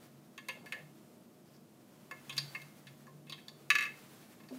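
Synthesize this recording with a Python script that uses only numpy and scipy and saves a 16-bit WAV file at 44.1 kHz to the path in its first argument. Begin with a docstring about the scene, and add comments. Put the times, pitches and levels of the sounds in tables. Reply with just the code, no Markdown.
"""Laboratory bench in a small hard room: small glass test tubes are set into a rack of hard sleeves.
Ventilation is coloured noise, motor sines and a wavering drone; coat and glove are shaped noise.
Taps on rims, glass and rack are decaying modes with noise clatter; so is a bumped hollow housing near the end.
One tube drops to the bottom of its sleeve and bounces to rest: sleeve modes, side jangle and glass ticks.
Blows and rubs get a diffuse room tail."""
import sys
import numpy as np
from scipy import signal
from scipy.fft import rfft, irfft
from scipy.io import wavfile
from scipy.ndimage import uniform_filter1d

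SR = 44100
rng = np.random.default_rng(int(sys.argv[2]) if len(sys.argv) > 2 else 0)


def inscribe(sig):
    """Save sig as 16-bit PCM at rate SR to the path in sys.argv[1].

    A 1-D sig is mono; a 2-D sig holds one channel per row.
    Samples are clipped to [-1, 1] before scaling.
    """
    pcm = np.round(np.clip(np.atleast_2d(sig).T, -1, 1) * 32767)
    wavfile.write(sys.argv[1], SR, pcm.astype(np.int16))


N = 201986
TIME = np.arange(N) / SR
RING = TIME[:SR // 4]  # time axis of one blow

# Rushing air. Each row: frequency in Hz, relative density in dB per Hz.
AIR_SPECTRUM = [(15, -78), (25, -57), (53, -39), (102, -13), (212, -1), (242, -4.5), (263, -9.5), (317, -5),
                (416, -11.5), (607, -14.5), (840, -22), (1190, -23.5), (1740, -34), (14800, -35),
                (16000, -63)]
# Motor lines. Each row: frequency in Hz, mean level in dB.
HUM_LINES = [(120, -80.5), (241, -69), (323, -77.5), (619, -76), (721, -80)]
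# Low drone, before its waver. Each row: time in seconds, level in dB.
DRONE_LEVEL = [(0.0, -68.5), (0.79, -68.5), (0.85, -61.5), (1.22, -79.5), (1.26, -87), (1.47, -69),
               (1.95, -75.5), (2.42, -55.5), (2.64, -61), (3.37, -59.5), (4.17, -71), (4.58, -71)]
# Cloth friction. Each row: frequency in Hz, relative density in dB per Hz.
CLOTH_SPECTRUM = [(300, -7.5), (700, 4), (1300, 2.5), (2500, -0.5), (5000, -4.5), (9000, -6.5),
                  (13000, -6.5), (16000, -8)]
# Strokes of the coat sleeve. Each row: middle in seconds, half length in seconds, level in dB.
SWISHES = [(0.044, 0.046, -63.5), (0.735, 0.34, -67), (1.54, 0.038, -70), (2.475, 0.45, -60),
           (3.4, 0.12, -67.5), (4.053, 0.43, -60.5), (4.58, 0.089, -59.5)]
# Rubs of glove and cuff. Each row: middle in seconds, half length in seconds, level in dB,
# lowest frequency in Hz, highest frequency in Hz.
RUBS = [(0.576, 0.019, -60, 494, 900), (.64, 0.028, -56.5, 350, 760), (0.788, 0.04, -59.5, 400, 760),
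        (1.486, 0.034, -77, 4600, 5640), (1.555, .02, -70, 4600, 5640), (3.9, 0.34, -66.5, 320, 520)]
# Bumped hollow housing. Each row: frequency in Hz, relative level in dB, t60 in seconds.
HOUSING_MODES = [(256.8, -5, 0.8), (320, -18, 0.087), (638, -21, 0.23)]
# Reflections from the bench and the apparatus on it. Each row: delay in seconds, relative level in dB.
ECHOES = [(.0023, -2), (.0070, -3), (.0093, -6), (.0145, -13)]
# Dull knock of the rack. Each row: frequency in Hz, relative level in dB, t60 in seconds.
RACK_MODES = [(412, -10, 0.05), (524, -3, 0.16), (998, -3, .06), (1075, -7, .14), (1110, 0, 0.05),
              (1160, -8, .06), (1205, -10, .06)]
# High modes of the thin glass wall. Each row: frequency in Hz, relative level in dB, nominal t60 in seconds.
WALL_MODES = [(5480, -7, .04), (5750, -5, .04), (6180, -9, .04), (6535, -3, .05), (6660, -4, .05),
              (6900, -7, .04), (7450, -10, .04), (8000, -9, .04), (8800, -5, .05), (9500, -5, .06),
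              (10400, -8, .05), (11400, -5, .05), (12050, -6, .05), (12500, -8, .05), (13550, -10, .06)]
# Rim of a sleeve. Each row: frequency in Hz, relative level in dB, nominal t60 in seconds.
RIM_MODES = [(1555, -4, .055), (1668, -9, .05), (1714, 0, .08), (1745, -5, .11), (1808, -7, .12),
             (1846, -9, .12), (1902, -13, .1), (2000, -14, .07), (2140, -5, .12), (2258, -11, .08),
             (2350, -15, .08), (2495, -8, .05), (2580, -2.5, .08), (2620, -5, .09), (2695, -6, .1),
             (2740, -11, .09), (2800, -7, .1), (2935, -14, .07)]
# Tapped tube. Each row: frequency in Hz, relative level in dB, nominal t60 in seconds.
GLASS_MODES = [(3130, -5, .08), (3240, 0, .09), (3337, -4, .07), (3456, -5, .09), (3496, -5, .08),
               (3555, -9, .07), (3712, -6, .1), (3812, -6, .08), (3920, -8, .08), (4085, -8, .06),
               (4182, -6, .05), (4425, -7, .05), (4559, 0, .115), (4600, 8, .022), (4621, -5, .08),
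               (4715, -11, .06), (4800, -12, .04), (5195, -10, .05)]
# Light taps. Each row: start in seconds, rim level in dB, favoured rim pitch in Hz, its spread in octaves,
# tube level in dB, favoured tube pitch in Hz, ring length as a factor on t60, clatter against ring in dB,
# rack knock level in dB, favoured rack pitch in Hz, glass tick level in dB.
TAPS = [(0.3777, -50.5, 1750, 1.1, -56.5, 3640, 0.81, -7, -57, 1120, -61),
        (0.4852, -43.5, 2270, 0.29, -52, 4440, 0.69, -4, -50, 990, -51.5),
        (0.4906, -42.5, 2840, 0.089, -53, 3330, 0.93, -7, -55, 520, -77),
        (0.659, -53, 1600, 1.6, -65, 4400, 1.2, -8, -66, 1110, -67.5),
        (0.7223, -40.5, 2210, 0.49, -56, 4160, 0.5, -1.5, -56.5, 1240, -57),
        (0.7322, -46, 1835, 0.091, -74, 3900, 1.6, -10, -62, 520, -80),
        (2.1112, -47.5, 1640, 0.16, -63, 3920, 0.36, -11, -50.5, 1120, -61.5),
        (2.1132, -49.5, 2150, 0.11, -77, 4300, 0.7, -16, -58, 520, -75),
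        (2.2948, -47, 2750, 0.31, -47.5, 3300, 1.1, -5, -56, 1110, -55),
        (2.325, -58, 1900, .8, -56, 4100, 0.54, 2, -76, 1100, -66),
        (2.367, -48.5, 2720, 0.25, -52, 3400, 2.1, 1, -65, 1100, -54.5),
        (2.3793, -45.5, 1600, 1.2, -33.7, 4630, 0.48, -4, -55, 1130, -44.5),
        (2.549, -41, 2230, 0.28, -58.5, 4300, 0.56, -15, -54.5, 1190, -67),
        (2.617, -64, 1980, 1.2, -63, 4030, 0.41, -2, -86, 1100, -65),
        (2.869, -57.5, 2700, 0.87, -60.5, 3780, 0.86, -3, -79, 1090, -68.5),
        (3.068, -63, 1623, 0.34, -80, 4300, 0.96, -18, -59.5, 1110, -74),
        (3.268, -63.5, 2700, 0.65, -71, 3620, 3.4, -6, -77, 1100, -76),
        (3.2963, -56.5, 2700, 0.16, -52, 4300, 0.76, -2, -62.5, 1160, -59.5),
        (3.3226, -54.5, 2850, 0.8, -46, 3540, 0.77, -1, -57, 1120, -62),
        (3.379, -61.5, 2300, 0.42, -67, 3500, 0.9, -10, -86, 1100, -83),
        (3.387, -62, 2200, 0.28, -72, 3500, 0.83, -3, -85, 1100, -85),
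        (3.482, -62, 1600, 1.0, -51, 4200, 0.48, -2.5, -70, 1100, -63),
        (4.402, -66, 1800, 1, -73, 3800, 0.72, -6, -66.5, 1110, -85),
        (4.435, -68, 2500, .5, -76, 3700, 0.5, -7, -78, 1100, -90),
        (4.487, -64.5, 2230, 1.3, -64.5, 4500, .5, -4, -80, 1100, -72)]
# Tube at the bottom of its sleeve. Each row: frequency in Hz, relative level in dB, t60 in seconds.
SLEEVE_MODES = [(1154, -4.5, .07), (1660, -8, .035), (1713, -3.5, .05), (2140, -8, .04), (2530, -3, .028),
                (2592, 1.5, .034), (1812, -12, .1), (1997, -12, .07), (2254, -14, .08), (2350, -17, .05),
                (2445, -16, .05), (2680, -13, .055), (2790, -16, .06), (3210, -18, .06), (3811, -14.5, .11),
                (3910, -18, .09), (4550, -9, .055), (5800, -17, .04)]
# Bounces of the dropped tube. Each row: start in seconds, level in dB, extra jangle in dB,
# tilt in dB per octave, glass tick level in dB.
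BOUNCES = [(3.7022, -23.3, 2, 0, -41.5), (3.7524, -28.3, -1, 0, -47.5), (3.7848, -32.5, 0, -1, -51),
           (3.8070, -35.5, 0, -2, -53.5), (3.8235, -36.5, 0, -3, -56), (3.8375, -43.5, 0, -2, -59),
           (3.8525, -42.5, 0, -6, -70), (3.8635, -46, -1, -8, -78)]

AIR_DB, DRONE_HZ, DRONE_WIDTH_HZ = -60, 144, 8
RUSTLE_DB = -72  # cloth between strokes
BUMP_S, BUMP_DB = 4.509, -44.5
CONTACT_S, CRACK_T60_S, JANGLE_T60_S = .0006, .018, .03
GLASS_SPREAD_OCT, RACK_SPREAD_OCT, UNFAVOURED_DB = .26, .14, -18
SLEEVE_DETUNE = .002  # relative spread
JANGLE_DB, STRIKE_DB = -6, -17  # against the ring of a bounce
DROP_KNOCK_HZ, DROP_KNOCK_DB = 500, -36  # level against the bounce
ROOM_T60_S, ROOM_TREBLE_T60_S, ROOM_DB = 0.3, 0.21, -12
TOP_HZ = 15600


def undb(db):
    """Decibels to gain."""
    return 10 ** (np.asarray(db) / 20)


def level(x, db):
    """Set the rms of a steady sound."""
    return x * undb(db) / np.sqrt(np.mean(x ** 2))


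def blow_level(x, db):
    """Set the rms of the first fortieth of a second of a blow."""
    return x * undb(db) / np.sqrt(np.mean(x[:SR // 40] ** 2))


def curve(rows):
    """Join (s, value) rows by straight lines."""
    return np.interp(TIME, *np.transpose(rows))


def band(x, lo_hz, hi_hz, order=2):
    """Causal Butterworth band-pass."""
    edges_hz = [lo_hz, min(hi_hz, SR / 2 - 100)]
    return signal.sosfilt(signal.butter(order, edges_hz, "band", fs=SR, output="sos"), x)


def noise(points):
    """Noise coloured by (Hz, dB) points, interpolated over log frequency."""
    hz, db = np.transpose(points)
    bins_hz = np.maximum(np.arange(N // 2 + 1) * SR / N, 1)
    gain = undb(np.interp(np.log(bins_hz), np.log(hz), db))
    return irfft(rfft(rng.standard_normal(N)) * gain, N)


def walk(rate_hz):
    """Smoothed random steps of unit rms."""
    k = int(SR / rate_hz)
    held = np.repeat(rng.standard_normal(N // k + 1), k)
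    smooth = uniform_filter1d(uniform_filter1d(held, k), k)
    return level(smooth[:N], 0)


def add(out, s, x):
    """Mix x into out from time s."""
    i = int(max(s, 0) * SR)
    out[i:i + len(x)] += x[:max(len(out) - i, 0)]


def ring(modes, detune, build_s, scatter_db=0, length=1):
    """Decaying modes that swell in briefly; each contact shifts their pitch and strength a little."""
    hz, db, t60 = np.transpose(modes)[:, :, None]
    shift, phase, strength = rng.standard_normal((len(modes), 3)).T[:, :, None]
    waves = np.sin(2 * np.pi * (hz * (1 + detune * shift) * RING + phase))
    fade = np.exp(-np.log(1000) * RING / (t60 * length))
    tones = np.sum(undb(db + scatter_db * strength) * waves * fade, axis=0)
    return tones * (1 - np.exp(-RING / build_s))


def burst(t60):
    """Countless weak modes, as noise, that swell in during the contact and die together."""
    fade = np.exp(-np.log(1000) * RING / t60)
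    return rng.standard_normal(len(RING)) * fade * (1 - np.exp(-RING / CONTACT_S))


def even(x, bins=60):
    """Flatten the spectrum of a decaying noise: so many modes overlap that no pitch is favoured."""
    spectrum = rfft(x, 2 * len(RING))
    smooth_power = uniform_filter1d(np.abs(spectrum) ** 2, size=bins)
    return irfft(spectrum / np.sqrt(smooth_power))[:len(RING)]


def reflect(x, echo_db, moved_s=0):
    """Nearby surfaces repeat a blow within milliseconds; the paths change as the tube moves."""
    out = x.copy()
    for (delay_s, db), shift in zip(ECHOES, rng.standard_normal(len(ECHOES))):
        add(out, delay_s + moved_s * shift, undb(db + echo_db) * x)
    return out


def favour(modes, hz, spread_oct):
    """The place of contact excites the modes near one pitch most."""
    mode_hz, db, t60 = np.transpose(modes)
    favour_db = np.maximum(-6 * (np.log2(mode_hz / hz) / spread_oct) ** 2, UNFAVOURED_DB)
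    return np.transpose([mode_hz, db + favour_db, t60])


def ventilation():
    """Rushing air, motor lines and a drone that wavers in pitch and level."""
    air = level(noise(AIR_SPECTRUM), AIR_DB) * undb(.5 * walk(5.93))
    hum = np.zeros(N)
    for hz, db in HUM_LINES:
        gain = np.sqrt(2) * undb(db + 0.5 * walk(4.45))
        hum += gain * np.sin(2 * np.pi * hz * TIME + 0.42 * walk(4.32))
    drone_hz = DRONE_HZ + .5 * DRONE_WIDTH_HZ * walk(15)
    phase = 2 * np.pi * np.cumsum(drone_hz) / SR
    drone = np.sqrt(2) * np.sin(phase) * undb(curve(DRONE_LEVEL) + 2.9 * walk(14))
    return air + hum + drone


def coat():
    """Cloth slides on cloth, a little unevenly; each stroke of the arm swells and fades."""
    uneven_db = 1.4 * walk(35)
    power = undb(RUSTLE_DB) ** 2
    for s, half_s, db in SWISHES:
        power = power + undb(db) ** 2 * np.exp(-2 * ((TIME - s) / half_s) ** 2)
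    return level(noise(CLOTH_SPECTRUM), 0) * np.sqrt(power) * undb(uneven_db)


def glove():
    """Rubber and cuff stick and slip on tubes and rack: faint, grainy rubs, each in one band."""
    out = np.zeros(N)
    for s, half_s, db, lo_hz, hi_hz in RUBS:
        slips = rng.standard_normal(N) * undb(5 * walk(300))
        swell = np.exp(-((TIME - s) / half_s) ** 2)
        out += level(band(slips, lo_hz, hi_hz), db) * swell
    return out


def bump():
    """A soft knock on a hollow housing: a few low modes and a band of decaying noise."""
    out = np.zeros(N)
    thud = ring(HOUSING_MODES, detune=0.0032, build_s=0.0023)
    thud = thud + undb(7) * band(burst(.11), 200, 600, order=3)
    add(out, BUMP_S, blow_level(band(thud, 120, 3000), BUMP_DB))
    return out


def knock(hz):
    """The rack gives under a tap with a low, hollow note."""
    tones = ring(favour(RACK_MODES, hz, RACK_SPREAD_OCT), detune=.003, build_s=.004, scatter_db=1)
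    return blow_level(tones, 0) + blow_level(band(even(burst(0.15)), 330, 1300), -7.5)


def tick(db):
    """The hard contact of glass: a short crack while the wall rings."""
    wall = ring(WALL_MODES, detune=.014, build_s=.0001, scatter_db=2.5, length=.7)
    crack = undb(23) * band(even(burst(CRACK_T60_S)), 1800, 11000, order=1)
    return blow_level(reflect(wall + crack, echo_db=-8, moved_s=0.00021), db)


def clink(modes, hz, spread_oct, length, clatter_db, echo_db):
    """Modes near the favoured pitch ring most, over a short clatter of weaker ones."""
    favoured = favour(modes, hz, spread_oct)
    tones = ring(favoured, detune=.0012, build_s=.0009, scatter_db=.7, length=length)
    tones = reflect(tones, echo_db, moved_s=.00002)
    clatter = burst(.07 * length) + 2 * burst(.012)
    clatter = even(reflect(clatter, echo_db=-3, moved_s=.001))
    edge = 2 ** max(spread_oct, .25)
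    clatter = band(clatter, max(hz / edge, modes[0][0]), min(hz * edge, modes[-1][0]))
    return blow_level(tones, 0) + blow_level(clatter, clatter_db)


def taps():
    """The place of contact decides which modes a tap favours, the grip of the glove how long they ring."""
    out = np.zeros(N)
    for (s, rim_db, rim_hz, spread_oct, glass_db, glass_hz, length, clatter_db,
         knock_db, knock_hz, tick_db) in TAPS:
        rim = clink(RIM_MODES, rim_hz, spread_oct, length, clatter_db, echo_db=-5)
        glass = clink(GLASS_MODES, glass_hz, GLASS_SPREAD_OCT, length, clatter_db - 3, echo_db=-9)
        add(out, s, blow_level(rim, rim_db))
        add(out, s, blow_level(glass, glass_db))
        add(out, s, blow_level(knock(knock_hz), knock_db))
        add(out, s, tick(tick_db))
    return out


def dropped_tube():
    """The round end strikes the sleeve bottom and rebounds, jangling on its side and knocking the rack."""
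    out = np.zeros(N)
    lowest_hz = SLEEVE_MODES[0][0]
    for s, db, jangle_db, tilt_db, tick_db in BOUNCES:
        modes = [(hz, mode_db + tilt_db * np.log2(hz / lowest_hz), t60) for hz, mode_db, t60 in SLEEVE_MODES]
        body = reflect(ring(modes, SLEEVE_DETUNE, build_s=.0008, scatter_db=1), echo_db=-2)
        jangle = even(reflect(burst(JANGLE_T60_S), echo_db=1, moved_s=.00055))
        strike = even(reflect(burst(.02), echo_db=-8, moved_s=.00055))
        blow = blow_level(body, 0)
        blow = blow + blow_level(band(jangle, 1700, 2660), JANGLE_DB + jangle_db)
        blow = blow + blow_level(band(strike, 2700, 5700), STRIKE_DB)
        add(out, s, blow_level(band(blow, 1100, 11000, order=4), db))
        add(out, s, tick(tick_db))
        add(out, s, blow_level(knock(DROP_KNOCK_HZ), db + DROP_KNOCK_DB))
    return out


def room(x, onset_s=0.014, split_hz=4000):
    """A diffuse tail that builds up after the first reflections and loses its treble sooner."""
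    low = band(even(burst(ROOM_T60_S), bins=8), 100, split_hz)
    treble = band(even(burst(ROOM_TREBLE_T60_S), bins=8), split_hz, 15800)
    tail = (low + undb(1.5) * treble) * (1 - np.exp(-(RING / onset_s) ** 2))
    tail = tail / np.sqrt(np.sum(tail ** 2))
    return x + undb(ROOM_DB) * signal.fftconvolve(x, tail)[:N]


def scene():
    """Everything on the bench, heard from one point; only blows and rubs pass through the room."""
    bench = taps() + dropped_tube() + bump() + glove()
    return (room(bench) + coat() + ventilation())[None]


def record(dry):
    """Steep elliptic low-pass: next to nothing remains above the top frequency."""
    return signal.sosfilt(signal.ellip(8, .2, 70, TOP_HZ, fs=SR, output="sos"), dry)


dry = scene()
out = record(dry)
inscribe(out)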